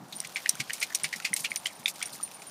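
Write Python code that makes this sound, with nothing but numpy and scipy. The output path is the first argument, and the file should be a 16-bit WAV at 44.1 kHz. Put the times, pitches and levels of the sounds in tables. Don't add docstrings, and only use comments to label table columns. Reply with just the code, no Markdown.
import sys
import numpy as np
from scipy import signal
from scipy.fft import rfft, irfft
from scipy.io import wavfile
from scipy.ndimage import uniform_filter1d

SR = 44100
rng = np.random.default_rng(int(sys.argv[2]) if len(sys.argv) > 2 else 0)


def store_wav(level_fs):
    pcm = np.round(np.clip(np.atleast_2d(level_fs), -1, 1) * 32767)
    wavfile.write(sys.argv[1], SR, pcm.T.astype(np.int16))


N = 110250
T = np.arange(N) / SR

# (frequency [Hz], level [dB])
SHORE_SPECTRUM = [(25, -32), (50, -29), (80, -11.5), (120, -7), (165, -0.5), (250, -2), (400, -5.5),
                  (800, 1), (1300, -5.5), (2500, -20), (6000, -27.5), (15500, -26.5)]
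# (time [s], level [dB], decay [s])
BODY_THUDS = [(0, -46.5, 0.077), (0.126, -48.5, 0.036), (.25, -56, .025), (.53, -48.5, 0.021),
              (0.594, -34.5, 0.014), (0.679, -49.5, 0.013), (1.021, -44, .03), (1.151, -50, 0.027),
              (1.235, -59, 0.023), (1.304, -45, 0.014), (1.40, -52.5, 0.017), (1.499, -52, 0.027),
              (1.788, -49, 0.013), (2.119, -50.5, 0.031)]
# (frequency [Hz], level [dB])
THUD_SPECTRUM = [(40, -25), (90, -24), (130, -0.5), (170, 5), (260, -4), (400, -15.5), (900, -57)]
# (time [s], level [dB])
COAT_ENVELOPE = [(0, -60.5), (.1, -54.5), (.2, -48.5), (.33, -48.5), (.42, -45.5), (.65, -46.5),
                 (.9, -47.5), (1.1, -47), (1.3, -50.5), (1.42, -49), (1.6, -49.5), (1.78, -51),
                 (1.93, -54.5), (2.0, -43.5), (2.15, -50), (2.32, -50), (2.42, -54), (2.5, -48.5)]
# (frequency [Hz], level [dB])
SWISH_SPECTRUM = [(800, -13), (1500, 2.5), (2200, -1.5), (3500, 2), (6000, 1), (9500, -6.5), (12000, -6),
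                  (15500, -11.5)]
# (time [s], level [dB], length [s])
SHOWER_SHEETS = [(0.73, -53, 0.039), (1.37, -40.5, 0.049), (1.389, -44.5, 0.061), (1.873, -38, 0.044),
                 (2.123, -45, 0.052)]
# (frequency [Hz], level [dB])
HISS_SPECTRUM = [(2000, -23), (4500, -5), (7000, -3), (10000, -3), (13000, -6.5), (15500, -21)]
# (time [s], level [dB], pitch [Hz], decay [s])
FOLD_SQUELCHES = [(0.125, -35, 3900, 0.0067), (0.499, -42, 2230, 0.0067), (.533, -43.5, 3450, 0.0037),
                  (0.552, -41.5, 1420, 0.0027), (.568, -47, 2200, 0.012), (0.602, -33.5, 2180, 0.0073),
                  (.780, -48, 2180, 0.012), (.828, -25.5, 2330, 0.0055), (0.902, -39, 1740, .004),
                  (0.92, -37, 1800, 0.0043), (1.006, -46, 3270, 0.0088), (1.199, -43, 1370, .004),
                  (1.220, -43, 2560, 0.0056), (1.254, -38, 2620, 0.021), (1.453, -26.5, 2700, 0.0063),
                  (1.700, -46, 2200, 0.0086), (2.006, -42.5, 1370, 0.0038), (2.198, -45, 1210, 0.0063),
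                  (2.128, -41.5, 4300, .006), (2.418, -44.5, 2320, 0.0042)]
# (time [s], level [dB], ring time to -60 dB [s])
TAG_JINGLES = [(0.1546, -36, 0.075), (.164, -31, 0.073), (.2725, -31, 0.015), (.347, -36, 0.054),
               (0.8021, -30, 0.033), (.8125, -36, 0.036), (.9535, -23, .025), (1.0345, -20, .05),
               (1.339, -12.5, 0.021), (1.4035, -30.5, .03), (1.436, -35, .05), (1.504, -33.5, 0.067),
               (1.5713, -27, .05), (1.645, -38, 0.042), (1.668, -21.5, 0.013), (2.029, -21.5, 0.017),
               (2.059, -29, 0.063), (2.1247, -46, 0.18), (2.2283, -25.5, 0.057), (2.2335, -24, 0.077),
               (2.344, -35, 0.068), (2.467, -38, 0.14)]
# (frequency [Hz], level [dB])
FREE_TAG_MODES = [(5810, -21), (9225, -1), (9350, -10), (8730, -17), (13250, -26), (13480, -22)]
# (time [s], level [dB], tilt [dB/octave])
TAG_CLACKS = [(.2030, -20, 5.5), (0.4912, -14, 0), (0.4936, -4.5, -0.5), (.7337, -22.5, 11),
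              (0.803, -24, 8), (.8120, -28, 10), (0.925, -34, -2), (0.9489, -12, -3), (0.9538, -12, -3),
              (1.3379, -21, 3), (1.3665, -30, 18), (1.5599, -17.5, -3.5), (2.0273, -24.5, -7),
              (2.057, -26.5, -5)]
# (frequency [Hz], level [dB], ring time to -60 dB [s])
CHOKED_TAG_MODES = [(3920, -11, 0.04), (5350, -13.5, 0.023), (5640, 1, 0.019), (5930, 2, 0.015),
                    (6900, -7, 0.0097), (7900, -5, 0.0082), (9050, 1, 0.031), (9150, -0.5, 0.0061),
                    (10700, -14, 0.022), (12960, -19.5, 0.034)]
# (time [s], level [dB], rise [s], decay [s], tilt [dB/octave])
FUR_SPLASHES = [(0.124, -40, 0.0011, .010, 6), (0.246, -34, 0.0033, .006, 1.5),
                (0.361, -30, 0.0053, 0.013, -2), (0.552, -37, 0.0025, 0.0023, 10),
                (0.596, -25.5, 0.0088, 0.0076, 1), (0.694, -34, 0.0072, 0.0055, -0.5),
                (.729, -32.5, 0.0046, 0.017, 7.5), (0.811, -30, 0.0072, 0.013, -1),
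                (.825, -26.5, 0.0054, 0.0075, 6), (0.944, -26.5, 0.0079, 0.0051, 9),
                (.998, -34, 0.00046, 0.0023, 2.5), (1.038, -26, 0.0081, .011, 1),
                (1.126, -30.5, 0.0023, 0.011, 0.5), (1.157, -36.5, 0.0046, 0.0097, 8.5),
                (1.199, -33, 0.0024, 0.002, 1.5), (1.219, -47.5, 0.0018, 0.018, 4),
                (1.245, -25.5, 0.0064, 0.014, 1), (1.3628, -23.5, .002, 0.0073, 7.5),
                (1.392, -43, 0.0027, 0.0056, -11), (1.44, -26.5, 0.01, 0.01, 1),
                (1.505, -42, 0.0023, 0.014, 2), (1.557, -29, 0.0068, 0.0038, 4),
                (1.653, -29.5, .008, 0.013, 1.5), (1.859, -31, 0.0014, 0.0098, 2),
                (1.877, -30, 0.0087, 0.0086, 8.5), (1.793, -45.5, 0.0022, 0.011, 12),
                (1.956, -42.5, 0.0017, 0.0094, 7), (2.023, -33.5, 0.0033, 0.0096, -1),
                (2.417, -43, .002, .010, 6)]
# (frequency [Hz], level [dB])
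SPLASH_SPECTRUM = [(300, -29), (1200, -15.5), (1650, -8), (2200, 2.5), (3200, -7.5), (4500, -5.5),
                   (7000, -10.5), (10000, -16.5), (15500, -31)]
# (time [s], level [dB], pitch [Hz], overtone re pitch [dB])
EAR_SLAPS = [(.250, -69, 2280, -11), (0.3602, -18.5, 2320, -12), (0.4608, -17.5, 1910, -9),
             (0.469, -27.5, 2430, -15), (0.6985, -26.5, 1830, -18), (0.7066, -20.5, 1900, -6),
             (.8276, -15.5, 2226, -29), (1.0445, -19, 2088, -21), (1.1303, -21.5, 2004, -33),
             (1.1392, -23, 2020, -24), (1.2518, -15.5, 2313, -11), (1.3326, -17.5, 2070, -15),
             (1.4485, -19.5, 2283, -7.5), (1.518, -19.5, 2176, -20), (1.6596, -25, 2024, 6),
             (1.6702, -39.5, 2100, 16), (1.8594, -15, 2370, 2.5), (1.8813, -23.5, 2420, -0.5),
             (2.0168, -28, 2110, -4.5), (2.0279, -23, 2350, -9)]

SPRAY_GRAINS_PER_S = 5000


def from_db(db):
    return 10 ** (np.asarray(db) / 20)


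def rms_one(x):
    return x / np.sqrt(np.mean(x ** 2) + 1e-20)


def colour(x, spectrum, tilt_db=0):
    hz, db = np.transpose(spectrum)
    f = np.maximum(np.fft.rfftfreq(len(x), 1 / SR), 1)
    gain = from_db(np.interp(np.log(f), np.log(hz), db) + tilt_db * np.log2(np.clip(f, hz[0], hz[-1])))
    return rms_one(irfft(rfft(x) * gain * np.minimum(f / hz[0], 1) ** 2, len(x)))


def noise(spectrum, length=N, tilt_db=0):
    return colour(rng.standard_normal(length), spectrum, tilt_db)


def low_cut(x, hz):
    return signal.sosfilt(signal.butter(2, hz, "high", fs=SR, output="sos"), x)


def burst(start, rise, decay):
    age = T - start
    return np.clip(age / rise, 0, 1) * np.exp(-np.maximum(age - rise, 0) / decay)


def grains(per_s, spread_db):
    hits = rng.random(N) < per_s / SR
    sizes = from_db(spread_db * np.minimum(rng.exponential(1, N), 4))
    return hits * sizes * rng.choice([-1, 1], N)


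def add(out, start, sound):
    i = max(int(start * SR), 0)
    out[i:i + len(sound)] += sound[:max(N - i, 0)]


def ring(t, hz, t60):
    return np.sin(2 * np.pi * (hz * t + rng.random())) * np.exp(-np.log(1000) * t / t60)


def shore():
    waver_db = 0.32 * rms_one(uniform_filter1d(rng.standard_normal(N), size=6000))
    return from_db(-52.5 + waver_db) * noise(SHORE_SPECTRUM)


def rock_scatter(x, t60=0.067):
    scatter = noise(SWISH_SPECTRUM, tilt_db=-1.5) * burst(0.0025, rise=0.0074, decay=t60 / np.log(1000))
    return from_db(-21.5) * signal.fftconvolve(x, scatter / np.sqrt(np.sum(scatter ** 2)))[:N]


def body_thuds(rise_s=0.0077):
    return noise(THUD_SPECTRUM) * sum(from_db(db) * burst(s, rise_s, decay) for s, db, decay in BODY_THUDS)


def drop_patter(per_s=420, low_hz=1876, high_hz=12300, cycles=17):
    out, pitches = np.zeros(N), np.geomspace(low_hz, high_hz, 20)
    for hz in pitches:
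        impacts = grains(per_s / len(pitches), spread_db=3.5)
        out += signal.fftconvolve(impacts, ring(T[:512], hz, t60=cycles / hz))[:N]
    return rms_one(low_cut(out, low_hz / 2))


def hair_crackle(per_s=89, decay_s=0.0013):
    power = signal.fftconvolve(grains(per_s, spread_db=2.2) ** 2, np.exp(-2 * T[:512] / decay_s))[:N]
    return colour(np.sqrt(np.abs(power)) * rng.standard_normal(N), SWISH_SPECTRUM, tilt_db=2.8)


def coat():
    texture = from_db(-8.5) * drop_patter() + from_db(-7) * hair_crackle()
    swish = from_db(-5.5) * noise(SWISH_SPECTRUM)
    vigour = from_db(np.interp(T, *np.transpose(COAT_ENVELOPE)))
    return vigour * (swish + texture)


def showers():
    hiss = colour(grains(SPRAY_GRAINS_PER_S, spread_db=4.5), HISS_SPECTRUM)
    envelope = np.zeros(N)
    for s, db, length in SHOWER_SHEETS:
        progress = np.clip((T - s) / length, 0, 1)
        envelope += from_db(db) * np.sqrt(np.abs(np.sin(np.pi * progress)))
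    return hiss * envelope


def squelches(rise_s=0.0037, relative_width=0.22):
    out, edge = np.zeros(N), 1 + relative_width / 2
    for s, db, hz, decay in FOLD_SQUELCHES:
        band = signal.butter(1, [hz / edge, hz * edge], "band", fs=SR, output="sos")
        hollow = signal.sosfilt(band, signal.sosfilt(band, rng.standard_normal(N)))
        out += from_db(db) * rms_one(hollow) * burst(s, rise_s, decay)
    return out


def tag_rattle(start_s=0.081, rise_db_per_s=2.5):
    touches = grains(per_s=150, spread_db=3.0) * (T > start_s) * from_db(rise_db_per_s * T)
    metal = sum(from_db(level) * ring(T[:8192], hz, t60=0.041) for hz, level in FREE_TAG_MODES)
    return from_db(-58) * rms_one(signal.fftconvolve(touches, metal)[:N])


def tag_jingles(detune=0.0035, tick_s=0.0018):
    out, t = np.zeros(N), T[:8192]
    for s, db, t60 in TAG_JINGLES:
        metal = sum(from_db(level) * ring(t, hz * (1 + rng.normal(0, detune)), t60)
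                    for hz, level in FREE_TAG_MODES)
        attack = np.minimum(t / (0.015 * t60), 1)
        tick = from_db(-12) * noise(HISS_SPECTRUM, len(t)) * np.exp(-t / tick_s)
        add(out, s, from_db(db) * (metal * attack + tick))
    return out


def tag_clacks(detune=0.0055, pivot_hz=7000, tick_s=0.00066, chatter_s=0.0077):
    out, t = np.zeros(N), T[:8192]
    contact = from_db(-5.5) * np.exp(-t / tick_s) + from_db(-20.5) * np.exp(-t / chatter_s)
    for s, db, tilt in TAG_CLACKS:
        modes = [(hz, level + tilt * np.log2(hz / pivot_hz), t60) for hz, level, t60 in CHOKED_TAG_MODES]
        metal = sum(from_db(level + rng.normal(0, 1.0)) * ring(t, hz * (1 + rng.normal(0, detune)), t60)
                    for hz, level, t60 in modes)
        clash = noise([(hz, level) for hz, level, _ in modes], len(t)) * contact
        add(out, s, from_db(db) * (from_db(-13.5) * metal + clash))
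    return out


def splashes():
    droplets = rms_one(grains(SPRAY_GRAINS_PER_S, spread_db=1.5))
    mist = 0.3 * rng.standard_normal(N)
    return sum(from_db(db) * burst(s, rise, decay) * colour(droplets + mist, SPLASH_SPECTRUM, tilt)
               for s, db, rise, decay, tilt in FUR_SPLASHES)


def ear_slaps(rise_s=0.0016, tail_s=0.0042, overtone_ratio=1.512):
    out, t = np.zeros(N), T[:4096]
    age = t / rise_s
    swell = (age * np.exp(1 - age)) ** 3.5
    tail = from_db(-21.5) * np.minimum(age, 1) * np.exp(-t / tail_s)
    for s, db, hz, overtone_db in EAR_SLAPS:
        overtone = from_db(overtone_db) * np.sin(2 * np.pi * (overtone_ratio * hz * t + rng.random()))
        pop = np.sin(2 * np.pi * hz * t) + overtone
        wet = noise(SPLASH_SPECTRUM, len(t))
        add(out, s - rise_s, from_db(db) * (swell * (pop + from_db(-18) * wet) + tail * wet))
    return out


def scene():
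    water = low_cut(ear_slaps() + splashes() + showers() + squelches(), hz=250)
    tags = low_cut(tag_clacks() + tag_jingles() + tag_rattle(), hz=2180)
    dog = water + tags + coat() + low_cut(body_thuds(), hz=83)
    return (dog + rock_scatter(dog) + shore())[None]


def record(dry):
    cutoff_hz = 15500
    return signal.sosfilt(signal.ellip(10, .2, 70, cutoff_hz, fs=SR, output="sos"), dry)


dry = scene()
out = record(dry)
store_wav(out)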